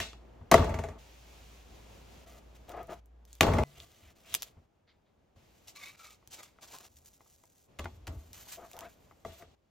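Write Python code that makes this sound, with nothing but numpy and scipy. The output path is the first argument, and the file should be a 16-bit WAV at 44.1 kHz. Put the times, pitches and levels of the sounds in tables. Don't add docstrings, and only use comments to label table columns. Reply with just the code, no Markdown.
import sys
import numpy as np
from scipy import signal
from scipy.fft import rfft, irfft, next_fast_len
from scipy.io import wavfile
from scipy.ndimage import uniform_filter1d, map_coordinates

SR = 44100
rng = np.random.default_rng(int(sys.argv[2]) if len(sys.argv) > 2 else 0)


def generate_wav(signal):
    frames = np.transpose(np.atleast_2d(signal))
    scaled = np.clip(frames, -1, 1) * 32767
    pcm = np.round(scaled).astype(np.int16)
    wavfile.write(sys.argv[1], SR, pcm)


N = 427769
TIME = np.arange(N) / SR
RING_TIME = TIME[:SR // 2]


def undb(db):
    return 10 ** (np.asarray(db) / 20)


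def unit(x):
    return x / np.sqrt(np.mean(x ** 2))


def fade(t, t60):
    return np.exp(-np.log(1000) * t / max(t60, 1e-4))


def convolve(x, response):
    return signal.fftconvolve(x, response)[:len(x)]


def spectrum_at(hz, points):
    f, db = np.transpose(points)
    return np.interp(np.log(hz + 1), np.log(f), db)


def colour(x, points, size=4096):
    log_gain = np.log(undb(spectrum_at(np.fft.rfftfreq(size, 1 / SR), points)))
    cepstrum = irfft(log_gain)
    cepstrum[1:size // 2] *= 2
    cepstrum[size // 2 + 1:] = 0
    response = irfft(np.exp(rfft(cepstrum)))
    return convolve(x, response / np.linalg.norm(response))


MOST_CYCLES = 48


def ring(modes, contact_hz=np.inf):
    total = 0
    for hz, t60, db in modes:
        gain = undb(db) / (1 + (hz / contact_hz) ** 2)
        decay = fade(RING_TIME, min(t60, MOST_CYCLES / hz))
        total = total + gain * decay * np.sin(2 * np.pi * hz * RING_TIME)
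    return total


def burst(points, t60, rise_s=0):
    swell = 1 - np.exp(-RING_TIME / max(rise_s, 1e-6))
    noise = rng.standard_normal(len(RING_TIME))
    return colour(noise * swell * fade(RING_TIME, t60), points)


def walk(rate):
    hold = int(SR / rate)
    stairs = np.repeat(rng.standard_normal(N // hold + 1), hold)
    return unit(uniform_filter1d(stairs, hold)[:N])


def grains(per_s, spread_db):
    sizes = undb(spread_db * np.minimum(rng.standard_normal(N), 2.5))
    happens = rng.random(N) < per_s / SR
    return unit(happens * sizes * rng.choice([-1, 1], N))


SECTION_STARTS = [0, .985, 1.63, 2.25, 3.0, 3.638, 4.66, 5.36, 5.96, 6.885, 7.685, 9.55]


def section_end(s):
    return min([start for start in SECTION_STARTS if start > s] + [N / SR])


def add(out, start_s, sound):
    first = max(int(start_s * SR), 0)
    count = min(len(sound), int(section_end(start_s) * SR) - first, N - first)
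    out[first:first + count] += sound[:count]


def strokes(rows, attack_s, release_t60, axis=2):
    power, t = np.zeros(N), TIME[:SR]
    for row in rows:
        start_s, length_s = row[:2]
        shape = np.minimum(t / attack_s, 1) * fade(np.maximum(t - length_s, 0), release_t60)
        add(power, start_s, (undb(row[axis]) * shape) ** 2)
    return np.sqrt(power)


def glide(x, ratio):
    return map_coordinates(x, [np.cumsum(ratio) % (N - 1)], order=1)


def pitch_path(rows):
    path = []
    for s, length_s, *_, from_hz, to_hz in rows:
        path += [(s, from_hz), (s + length_s, to_hz)]
    return np.interp(TIME, *np.transpose(sorted(path)))


# freq_hz, left_lead_rad
PORT_PHASE = [(0, 0), (1000, -.2), (2700, .4), (5300, 0), (6500, .9), (8350, 2.7), (10300, 3.14),
              (12000, 4.1), (14000, 5.9), (16000, 6.28)]
# freq_hz, left_minus_right_db
PORT_BALANCE = [(60, 0.4), (250, 1.5), (500, 5.5), (1000, 3), (2000, 0), (4000, 0), (10000, -0.5)]


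def ports(x):
    size = next_fast_len(N + SR)
    hz = np.fft.rfftfreq(size, 1 / SR)
    lead = np.exp(1j * np.interp(hz, *np.transpose(PORT_PHASE)))
    tilt = undb(spectrum_at(hz, PORT_BALANCE) / 2)
    return irfft(rfft(x, size) * np.array([lead * tilt, 1 / tilt]), size)[:, :N]


# air_db, hiss_db
SECTION_LEVELS = [(-61.5, -80), (-63, -63.5), (-60, -65), (-62.5, -72.5), (-69.5, -87), (-68.5, -82),
                  (-73, -88), (-68, -73.5), (-70.5, -78), (-73.5, -88), (-66.5, -78.5), (-76.5, -88)]
# freq_hz, level_db
AIR = [(25, -11), (60, 6), (120, -0.5), (300, -8), (700, -15), (1200, -20.5), (3000, -29.5), (8000, -50.5),
       (16000, -57.5)]
# freq_hz, level_db
HISS = [(200, -16.5), (900, -3), (1500, -6), (2500, -0.5), (4500, -4.5), (7000, -4), (12000, -6.5),
        (16000, -17.5)]
# freq_hz, level_db
NEARBY = [(40, -24), (200, -4), (650, 6), (1800, -1.5), (3200, -1), (7000, -6.5), (10000, -15.5),
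          (13000, -12), (16000, -16)]
HUM_HZ, HUM_DB, HUM_STOPS_S = 57.5, -57.5, 3.638


def outdoors(apart_db=-3, waver_db=1):
    section = np.searchsorted(SECTION_STARTS, TIME, side="right") - 1
    air_gain, hiss_gain = (uniform_filter1d(undb(db)[section], size=512) for db in np.transpose(SECTION_LEVELS))
    hum_phase = 2 * np.pi * np.cumsum(HUM_HZ + .5 * walk(rate=9.1)) / SR
    hum = undb(HUM_DB) * (TIME < HUM_STOPS_S) * np.sqrt(2) * np.sin(hum_phase)

    def background():
        air = air_gain * colour(rng.standard_normal(N), AIR)
        return air + hiss_gain * colour(rng.standard_normal(N), HISS)

    shared, left, right = (background() for _ in range(3))
    apart = np.array([colour(left, NEARBY), colour(right, NEARBY)])
    waver = undb(waver_db * walk(rate=10.0))
    return hum + (ports(shared) + undb(apart_db) * apart) * waver


# start_s, knock_db, boom_db, smack_db, thud_db
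BLOWS = [(0.001, -33.5, -40, -28.5, -44), (0.41, -55, -43.5, -87, -56), (0.5141, -14, -29, -17.5, -22),
         (0.5197, -9, -36, -31, -13.5), (0.5409, -2, -23.5, -21, -20.5), (0.577, -22, -50, -44, -21.5),
         (0.593, -36, -19, -48, -45), (0.625, -37, -36.5, -60, -30.5), (3.408, -17, -28.5, -15, -20),
         (3.43, -28, -41, -26, -25), (3.466, -24, -27, -38, -22.5), (3.517, -37, -33, -49, -33),
         (3.568, -33, -29.5, -48, -31.5), (4.568, -65, -50, -94, -62), (5.36, -69, -55.5, -85, -68.5),
         (7.7877, -56.5, -56.5, -36, -51.5), (7.792, -41.5, -46, -35, -36.5), (7.842, -66, -41, -37, -54),
         (8.069, -57.5, -55, -34, -54), (8.076, -54, -44, -36.5, -47), (9.249, -29.5, -51.5, -50, -59),
         (9.422, -44, -60, -53, -60)]
# freq_hz, t60_s (before the cap), level_db
BOARD = [(249, .08, -19.5), (366, 0.19, -16.5), (441, 0.14, -13.5), (511, 0.1, -15.5), (670.4, 0.049, -0.5),
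         (725, 0.05, -15), (915, .1, -16.5), (1163, 0.05, -9.5), (1210, 0.04, -5.5), (1297, 0.03, -13.5),
         (1657, 0.034, -13.5), (1965, 0.035, -5), (2040, 0.024, -7), (2420, 0.02, -15), (3000, 0.02, -13.5)]
# freq_hz, t60_s (before the cap), level_db
TABLE = [(57, 0.63, -11.5), (81.4, 0.22, -2), (90, 0.19, -1), (142.6, 0.13, -2.5), (236.4, 0.44, -10)]
# freq_hz, level_db
SMACK = [(200, -13), (1200, 0.5), (2000, 5), (3000, 1.5), (5000, -5), (6500, -4), (12000, -5.5),
         (16000, -20)]
# freq_hz, level_db
FLESH = [(60, -10.5), (130, -4.5), (240, 0), (470, 1.5), (700, 0.5), (950, 0), (1600, -10), (3000, -23.5),
         (8000, -42.5)]


def blows(knock_db=0, boom_db=2, smack_db=9, smack_t60=0.017, spread_at_0db_s=0.00037, slowing=0.39,
          thud_db=0, thud_t60=0.092, push_s=.005, contact_hz=2100, build_s=0.0015):
    out = np.zeros(N)
    boom = ring(TABLE) * (1 - np.exp(-RING_TIME / push_s))
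    for s, knock, low, smack, thud in BLOWS:
        spread_s = spread_at_0db_s * undb(-slowing * knock)
        wood = ring(BOARD, contact_hz) * (1 - np.exp(-RING_TIME / (spread_s + build_s)))
        wood = wood / np.abs(wood).max()
        wet = undb(smack + smack_db) * burst(SMACK, smack_t60, spread_s)
        flesh = undb(thud + thud_db) * burst(FLESH, thud_t60, build_s)
        add(out, s, undb(knock + knock_db) * wood + undb(low + boom_db) * boom + wet + flesh)
    return out


# start_s, clatter_db, clatter_t60_s, jingle_db, jingle_t60_s, board_ring_db
SHAKES = [(.001, -46, 0.23, -39, 0.29, -45), (.517, -26, 0.85, -34, 0.33, -32.5),
          (3.409, -27, 1.6, -39, 0.34, -36.5), (7.792, -47.5, 0.38, -61, 0.52, -60),
          (8.075, -50.5, 0.41, -63.5, 0.24, -54.5), (9.251, -53.5, 0.36, -63.5, 1, -52.5)]
# freq_hz, level_db
CLATTER = [(30, -18), (80, 3), (150, 3), (240, 3.5), (320, 1), (450, 3), (700, -2), (1000, -3.5),
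           (1600, -14.5), (2100, -20.5), (3200, -30.5), (8000, -42)]
# freq_hz, level_db
JINGLE = [(300, -16.5), (1200, -3), (2300, 2.5), (3500, -1), (5000, -5.5), (7000, -6), (12000, -19),
          (16000, -24)]


def shakes(contact_hz=900, rise_s=0.0052, linger=1.1):
    out = np.zeros(N)
    board = ring(BOARD, contact_hz)
    board = board / np.linalg.norm(board)
    for s, clatter_db, clatter_t60, jingle_db, jingle_t60, wood_db in SHAKES:
        shaking = rng.standard_normal(len(RING_TIME)) * fade(RING_TIME, linger * clatter_t60)
        chatter = undb(wood_db) * convolve(shaking, board)
        clatter = undb(clatter_db) * burst(CLATTER, clatter_t60, rise_s)
        jingle = undb(jingle_db) * burst(JINGLE, jingle_t60, rise_s)
        add(out, s, clatter + chatter + jingle)
    return out


# start_s, level_db, pitch_hz, falloff_db_per_octave
SNAPS = [(.132, -42.5, 2000, 16), (2.694, -34.5, 3900, -4), (2.718, -41, 3700, 6), (2.831, -44, 12500, 8),
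         (2.872, -47.5, 11000, 8.5), (3.059, -52.5, 13000, 6.5), (3.2524, -44.5, 6340, 4),
         (3.33, -35.5, 6090, 14), (3.353, -39.5, 6560, 3), (3.802, -35.5, 2850, 18.5),
         (3.822, -45.5, 2720, 15), (4.342, -9.5, 3810, 1), (4.3498, -9, 3355, 3), (4.4222, -19, 7130, 2),
         (4.4301, -20.5, 5970, -0.5), (6.275, -36, 6900, 0), (6.4322, -34, 2620, 4), (6.7862, -35, 5900, 5),
         (7.362, -52, 6230, 4.5), (7.438, -48.5, 6270, 9), (7.455, -48, 6840, 13), (8.332, -32.5, 6310, 5),
         (8.715, -35.5, 2627, -0.5), (8.733, -37.5, 3000, 7), (8.767, -35, 6000, -3),
         (8.7902, -27, 3200, -0.5), (8.808, -32, 2937, 6.5), (9.3232, -49, 2730, 18)]
# freq_hz, level_db
SNAP = [(150, -40), (700, -4), (1600, -9), (3500, 0.5), (4700, -3.5), (7000, 3.5), (12000, 4), (16000, -5)]


def snaps(snap_db=4, pocket_db=-14, pocket_t60=0.005, tear_db=-19, tear_t60=0.013,
          spatter_db=-36, spatter_t60=0.034):
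    out = np.zeros(N)
    click = 1. * (RING_TIME == 0)
    for s, db, hz, falloff in SNAPS:
        tone = [(f, level - falloff * abs(np.log2(f / hz))) for f, level in SNAP]
        crack = colour(click, tone)
        crack = crack / np.abs(crack).max()
        pocket = ring([(hz, pocket_t60, pocket_db)])
        after = undb(tear_db) * burst(tone, tear_t60) + undb(spatter_db) * burst(tone, spatter_t60)
        add(out, s, undb(db + snap_db) * (crack + pocket + after))
    return out


# start_s, level_db, pitch_hz
TAPS = [(0.132, -46, 1280), (6.227, -58, 1100), (6.4047, -55, 1050), (6.561, -64.5, 1500),
        (6.587, -50.5, 1355), (7.207, -52.5, 1070), (7.262, -63, 1250), (7.438, -54, 1000),
        (7.857, -30.5, 1440), (8.47, -52.5, 943.4), (9.1114, -49.5, 1224)]
# freq_hz, level_db
SQUELCH = [(150, -25), (350, 13.5), (520, -22), (800, 18.5), (1300, -4), (2200, 0), (3200, -16),
           (8000, -30)]


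def taps(tap_db=-1, wood_db=-9, pad_db=-10, pad_t60=0.088):
    out = np.zeros(N)
    for s, db, hz in TAPS:
        pop = ring([(hz, .018, 0)])
        pad = undb(pad_db) * burst(SQUELCH, pad_t60)
        add(out, s, undb(db + tap_db) * (pop + pad + undb(wood_db) * ring(BOARD)))
    return out


# start_s, knock_db, boom_db, rattle_db, board_hz (main resonance, before its random stray)
ROCKING = [(0.643, -29.5, -39, -32, 660), (0.693, -27, -31, -38, 660), (0.741, -27.5, -30, -33, 660),
           (0.788, -27, -31, -33, 660), (0.837, -28, -39.5, -35.5, 660), (0.886, -33, -40, -41.5, 660),
           (3.485, -18.5, -21.5, -34.5, 614), (3.535, -22.5, -23, -29, 625),
           (3.584, -16.5, -23.5, -28, 616), (3.634, -24, -29, -30.5, 630)]
# freq_hz, t60_s (before the cap), level_db
FREE_BOARD = [(660, 0.1, 0), (402, 0.1, -7), (490, .1, -10.5), (697, 0.047, -6), (879, .09, -2.5),
              (1114, 0.046, -8.5), (1525, 0.045, -8.5), (1925, .025, -12), (2118, .022, -4)]
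# freq_hz, level_db
RATTLE = [(200, -3.5), (850, 4.5), (1500, -4), (2200, 0), (3000, -10), (5000, -16.5), (6300, -12),
          (8500, -12), (13000, -23), (16000, -36)]


def rocking(knock_db=-2, boom_db=2, rattle_db=-1, rattle_t60=0.038, rise_s=.0005, push_s=0.0054,
            tail_db=-13, tail_t60=0.3, build_s=0.0025, stray=0.029):
    out = np.zeros(N)
    boom = ring(TABLE) * (1 - np.exp(-RING_TIME / push_s))
    for s, knock, low, rattle, board_hz in ROCKING:
        ratios = board_hz / FREE_BOARD[0][0] * (1 + stray * rng.standard_normal(len(FREE_BOARD)))
        modes = [(hz * ratio, t60, db) for (hz, t60, db), ratio in zip(FREE_BOARD, ratios)]
        wood = ring(modes) * (1 - np.exp(-RING_TIME / build_s))
        wood = undb(knock + knock_db) * wood / np.abs(wood).max()
        loose = burst(RATTLE, rattle_t60, rise_s) + undb(tail_db) * burst(RATTLE, tail_t60, rise_s)
        add(out, s, wood + undb(low + boom_db) * boom + undb(rattle + rattle_db) * loose)
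    return out


# start_s, length_s, wet_db, board_db
WIPES = [(2.26, 0.13, -63.5, -54.5), (2.545, 0.023, -63.5, -73), (2.675, 0.047, -62.5, -70),
         (2.895, 0.048, -58.5, -71), (3.27, 0.17, -69.5, -86), (3.64, 0.48, -66.5, -67),
         (3.765, 0.08, -62, -57.5), (4.15, 0.134, -68.5, -71.5), (4.255, 0.23, -62, -67.5),
         (4.29, .05, -55.5, -62), (4.325, 0.043, -62, -53), (4.44, 0.078, -71.5, -74.5),
         (8.78, 0.07, -66, -70)]
# freq_hz, level_db
OIL = [(300, -20.5), (1500, -3.5), (3200, 0), (5000, -4.5), (7500, -1.5), (12000, -3.5), (16000, -14)]


def smear(wet_db=1, wood_db=-4, contact_hz=1800):
    wet = colour(grains(per_s=13000, spread_db=9.0), OIL)
    wood = unit(convolve(grains(per_s=2400, spread_db=1.5), ring(BOARD, contact_hz)))
    wet_gain, wood_gain = (strokes(WIPES, attack_s=0.0089, release_t60=0.052, axis=2 + k) for k in range(2))
    return undb(wet_db) * wet_gain * wet + undb(wood_db) * wood_gain * wood


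# start_s, length_s, board_db, squelch_db, from_hz, to_hz
PULLS = [(2.678, 0.047, -48, -52.5, 705, 980), (2.728, 0.057, -43, -46, 755, 1030),
         (2.785, 0.035, -43, -66, 695.6, 1070), (2.88, 0.051, -41.5, -52, 746, 1000),
         (8.57, 0.085, -51.5, -58.5, 701, 1150), (8.731, 0.075, -53.5, -56, 681.6, 880),
         (8.803, 0.058, -50, -52, 1045, 1600), (9.395, 0.0293, -56, -62.5, 1312, 1500)]
# freq_hz, t60_s (before the cap), level_db
PRESSED_BOARD = [(389, 0.15, -16.5), (516, 0.1, -5.5), (687, 0.086, 8.5), (860, 0.063, -9), (1232, 0.05, 0),
                 (1440, 0.03, -32), (1696, 0.041, -13.5), (1963, 0.026, -12.5), (2800, .012, -21)]
# freq_hz, t60_s, level_db
GAP = [(1000, 0.012, 9), (1500, 0.0096, 3.5), (2130, .006, -5)]


def peel(hollow_db=0, body_db=-13, squelch_db=-1, uneven_db=1, film_db=-27):
    slips = unit(grains(per_s=2500, spread_db=-1.5) * undb(uneven_db * walk(rate=82)))
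    hollow = unit(convolve(slips, ring(PRESSED_BOARD)))
    body = colour(slips, SQUELCH)
    film = colour(grains(per_s=140, spread_db=8), SNAP)
    board = undb(hollow_db) * hollow + undb(body_db) * body + undb(film_db) * film
    gap = unit(convolve(grains(per_s=3000, spread_db=1), ring(GAP)))
    squelch = glide(gap, pitch_path(PULLS) / GAP[0][0])
    board_gain, squelch_gain = (strokes(PULLS, attack_s=0.015, release_t60=0.12, axis=2 + k) for k in range(2))
    return board_gain * board + undb(squelch_db) * squelch_gain * squelch


# freq_hz, t60_s, level_db
RING_OUT = [(142, .5, -51), (1020, 0.25, -63), (2010, 0.27, -64)]
RING_OUT_S = 3.642


def ring_out():
    out = np.zeros(N)
    for hz, t60, db in RING_OUT:
        add(out, RING_OUT_S, undb(db) * fade(RING_TIME, t60) * np.sin(2 * np.pi * hz * RING_TIME))
    return out


# start_s, length_s, level_db, from_hz, to_hz
SWISHES = [(3.745, 0.0298, -61.5, 2610, 3000), (4.02, 0.081, -67.5, 2900, 2230),
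           (4.24, 0.093, -62.5, 2190, 3800), (4.295, .045, -59.5, 3100, 3200),
           (4.36, 0.053, -60, 4000, 5200)]
# freq_hz, t60_s, level_db
OIL_GAP = [(3000, 0.0025, 0)]


def swish(swish_db=0):
    film = unit(convolve(grains(per_s=2000, spread_db=-1.5), ring(OIL_GAP)))
    gain = strokes(SWISHES, attack_s=0.015, release_t60=0.078)
    return undb(swish_db) * gain * glide(film, pitch_path(SWISHES) / OIL_GAP[0][0])


# start_s, length_s, level_db
LEANS = [(3.77, 0.072, -54.5), (4.015, 0.07, -58), (4.29, 0.06, -56.5), (6.265, 0.028, -56.5),
         (6.89, 0.17, -65), (7.79, 0.069, -42), (7.9, 0.468, -53.5), (8.07, 0.098, -40),
         (9.265, 0.049, -50.5), (9.44, 0.075, -61)]
# freq_hz, level_db
RUMBLE = [(25, -33.5), (45, 2), (80, 9.5), (160, -12), (300, -12), (700, -41.5), (2000, -59)]


def lean(rumble_db=-3):
    gain = strokes(LEANS, attack_s=0.013, release_t60=0.23)
    return undb(rumble_db) * gain * colour(rng.standard_normal(N), RUMBLE)


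# start_s, length_s, level_db
BRUSHES = [(4.868, 0.037, -70), (5.05, 0.018, -80)]
# freq_hz, level_db
BRUSH = [(300, -17), (1500, 3), (2200, 6), (2800, -2.5), (3700, 4.5), (4900, -2.5), (7000, -20),
         (16000, -35)]


def brush(brush_db=0):
    gain = strokes(BRUSHES, attack_s=0.017, release_t60=0.21)
    return undb(brush_db) * gain * colour(grains(per_s=2300, spread_db=0), BRUSH)


# start_s, length_s, level_db
RUSTLES = [(5.38, 0.28, -85), (5.45, .22, -78.5), (5.51, 0.14, -76), (7.87, .1, -72.5), (8.065, 0.27, -69),
           (8.325, 0.087, -54), (8.41, 0.098, -59.5), (8.47, 0.06, -55), (8.51, 0.051, -51.5),
           (8.56, 0.37, -67), (8.93, .3, -76.5), (9.25, 0.17, -65.5)]
# freq_hz, level_db
RUSTLE = [(150, -45), (650, 1.5), (1300, 1.5), (2800, 4), (5000, 1), (7500, 6), (12000, 2), (14000, 4),
          (16000, -13)]


def rustle(rustle_db=2.0, uneven_db=2.0):
    clicks = unit(grains(per_s=5200, spread_db=3.5) * undb(uneven_db * walk(rate=64)))
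    gain = strokes(RUSTLES, attack_s=0.011, release_t60=0.1)
    return undb(rustle_db) * gain * colour(clicks, RUSTLE)


# start_s, length_s, hiss_db, plate_low_db, plate_high_db, scrape_db
STIRS = [(5.668, 0.025, -54.5, -89, -75, -71), (5.748, 0.15, -56, -65, -55, -80),
         (5.84, 0.024, -61, -68, -56, -74), (5.92, 0.055, -68, -75, -65.5, -76),
         (5.961, 0.016, -65, -71, -67, -77), (5.985, 0.091, -59.5, -60.5, -63.5, -78),
         (6.035, 0.018, -54.5, -60, -54, -70), (6.095, 0.031, -59, -67, -66, -76),
         (6.3, 0.067, -53.5, -74, -71, -63), (6.375, 0.032, -59.5, -61.5, -62, -58),
         (6.422, 0.017, -54.5, -61, -60, -63), (6.45, 0.043, -66.5, -77, -71, -72),
         (6.608, 0.029, -57, -72, -70, -62.5), (6.64, 0.22, -59, -82, -76, -64),
         (6.727, 0.025, -53, -58, -73, -55.5), (6.78, 0.019, -64.5, -65, -69, -61)]
# freq_hz, level_db
SPICE = [(150, -44), (600, -8), (1600, -5.5), (2800, 5.5), (5000, 4.5), (7500, 7.5), (12000, 1.5),
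         (14000, -0.5), (16000, -13)]
# freq_hz, level_db
SCRAPE = [(100, -10), (280, -1), (500, -3.5), (750, 3), (1050, -2), (1600, -5), (4000, -19)]
# freq_hz, t60_s (before the cap), level_db
PLATE_LOW = [(1250, 0.04, 3), (774, 0.02, -13)]
# freq_hz, t60_s (before the cap), level_db
PLATE_HIGH = [(2287, 0.03, 4.5), (2530, 0.018, -1), (3700, 0.012, -5), (3860, 0.018, 1)]
# time_s, low_hz, high_hz
PLATE_SHIFT = [(5.758, 1183, 2397), (5.83, 1131, 2188), (5.889, 1130, 2305), (5.979, 1345, 2385),
               (6.049, 1279, 2295), (6.109, 1220, 2314), (6.36, 1289, 2375), (6.418, 1240, 2056),
               (6.62, 1158, 2430), (6.741, 1022, 2390), (6.87, 1153, 2420)]


def stir(hiss_db=1, low_db=0, high_db=0, scrape_db=0, catch_db=2.0, release_t60=0.15):
    hiss_gain, low_gain, high_gain, scrape_gain = (
        strokes(STIRS, attack_s=0.013, release_t60=release_t60, axis=2 + k) for k in range(4))
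    fine = grains(per_s=5000, spread_db=2)
    cracks = undb(-4) * grains(per_s=200, spread_db=3)
    hiss = hiss_gain * colour(unit(fine + cracks), SPICE)
    scrape = scrape_gain * colour(grains(per_s=1500, spread_db=2), SCRAPE)
    coarse = grains(per_s=900, spread_db=3)
    times, low_hz, high_hz = np.transpose(PLATE_SHIFT)

    def plate(modes, path_hz):
        steady = unit(convolve(coarse, ring(modes)))
        return glide(steady, np.interp(TIME, times, path_hz) / modes[0][0])

    low = low_gain * plate(PLATE_LOW, low_hz)
    high = high_gain * plate(PLATE_HIGH, high_hz)
    catching = unit(undb(catch_db * walk(rate=90)))
    grain = undb(hiss_db) * hiss + undb(scrape_db) * scrape
    return catching * (grain + undb(low_db) * low + undb(high_db) * high)


# start_s, length_s, level_db
PINCHES = [(6.885, 0.24, -71), (6.955, 0.017, -61.5), (7.04, 0.047, -61), (7.12, 0.041, -66),
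           (7.19, 0.12, -69), (7.275, 0.079, -69.5), (7.36, 0.172, -73), (7.54, 0.092, -69),
           (7.63, 0.032, -75)]


def sprinkle(fall_db=1.5, uneven_db=2):
    powder = grains(per_s=3500, spread_db=3)
    flakes = undb(-4) * grains(per_s=110, spread_db=2.5)
    falling = unit((powder + flakes) * undb(uneven_db * walk(rate=120)))
    ticks = colour(falling, [(300, -24.5), (1500, -6.0), (3000, -2), (4800, -0.5),
                             (6500, 5.5), (12000, 4.0), (16000, -8)])
    return undb(fall_db) * strokes(PINCHES, attack_s=0.014, release_t60=0.11) * ticks


# freq_hz, level_db
SCATTER = [(60, -28), (300, -12), (600, -6), (1300, -7), (2000, -5), (3000, 1), (4600, 1), (7500, 0),
           (10000, -9), (13000, -1), (16000, -10)]


def reflections(x, near_db, near_t60):
    out = np.zeros((2, N))
    pieces = np.split(x, [int(s * SR) for s in SECTION_STARTS[1:]])
    for port in out:
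        tail = burst(SCATTER, near_t60, rise_s=0.0071)
        tail = tail / np.linalg.norm(tail)
        for s, piece in zip(SECTION_STARTS, pieces):
            add(port, s, convolve(piece, tail))
    return undb(near_db) * out


def diffuse_reflections(x, near_db=-16, count=4):
    tails = (walk(rate=16) * reflections(x, near_db=0, near_t60=.03) for _ in range(count))
    return undb(near_db) * sum(tails)


def scene():
    close = blows() + snaps() + taps() + rocking()
    friction = smear() + peel() + swish() + lean() + brush() + rustle() + stir() + sprinkle()
    table = shakes() + ring_out()
    scattered = reflections(close, near_db=-11.5, near_t60=.06)
    scattered += diffuse_reflections(friction)
    scattered += reflections(table, near_db=1.5, near_t60=0.03)
    return ports(close + friction + table) + scattered + outdoors()


TOP_HZ = 16200


def record(dry):
    low_pass = signal.ellip(10, .2, 95, TOP_HZ, fs=SR, output="sos")
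    return signal.sosfilt(low_pass, dry)


dry = scene()
out = record(dry)
generate_wav(out)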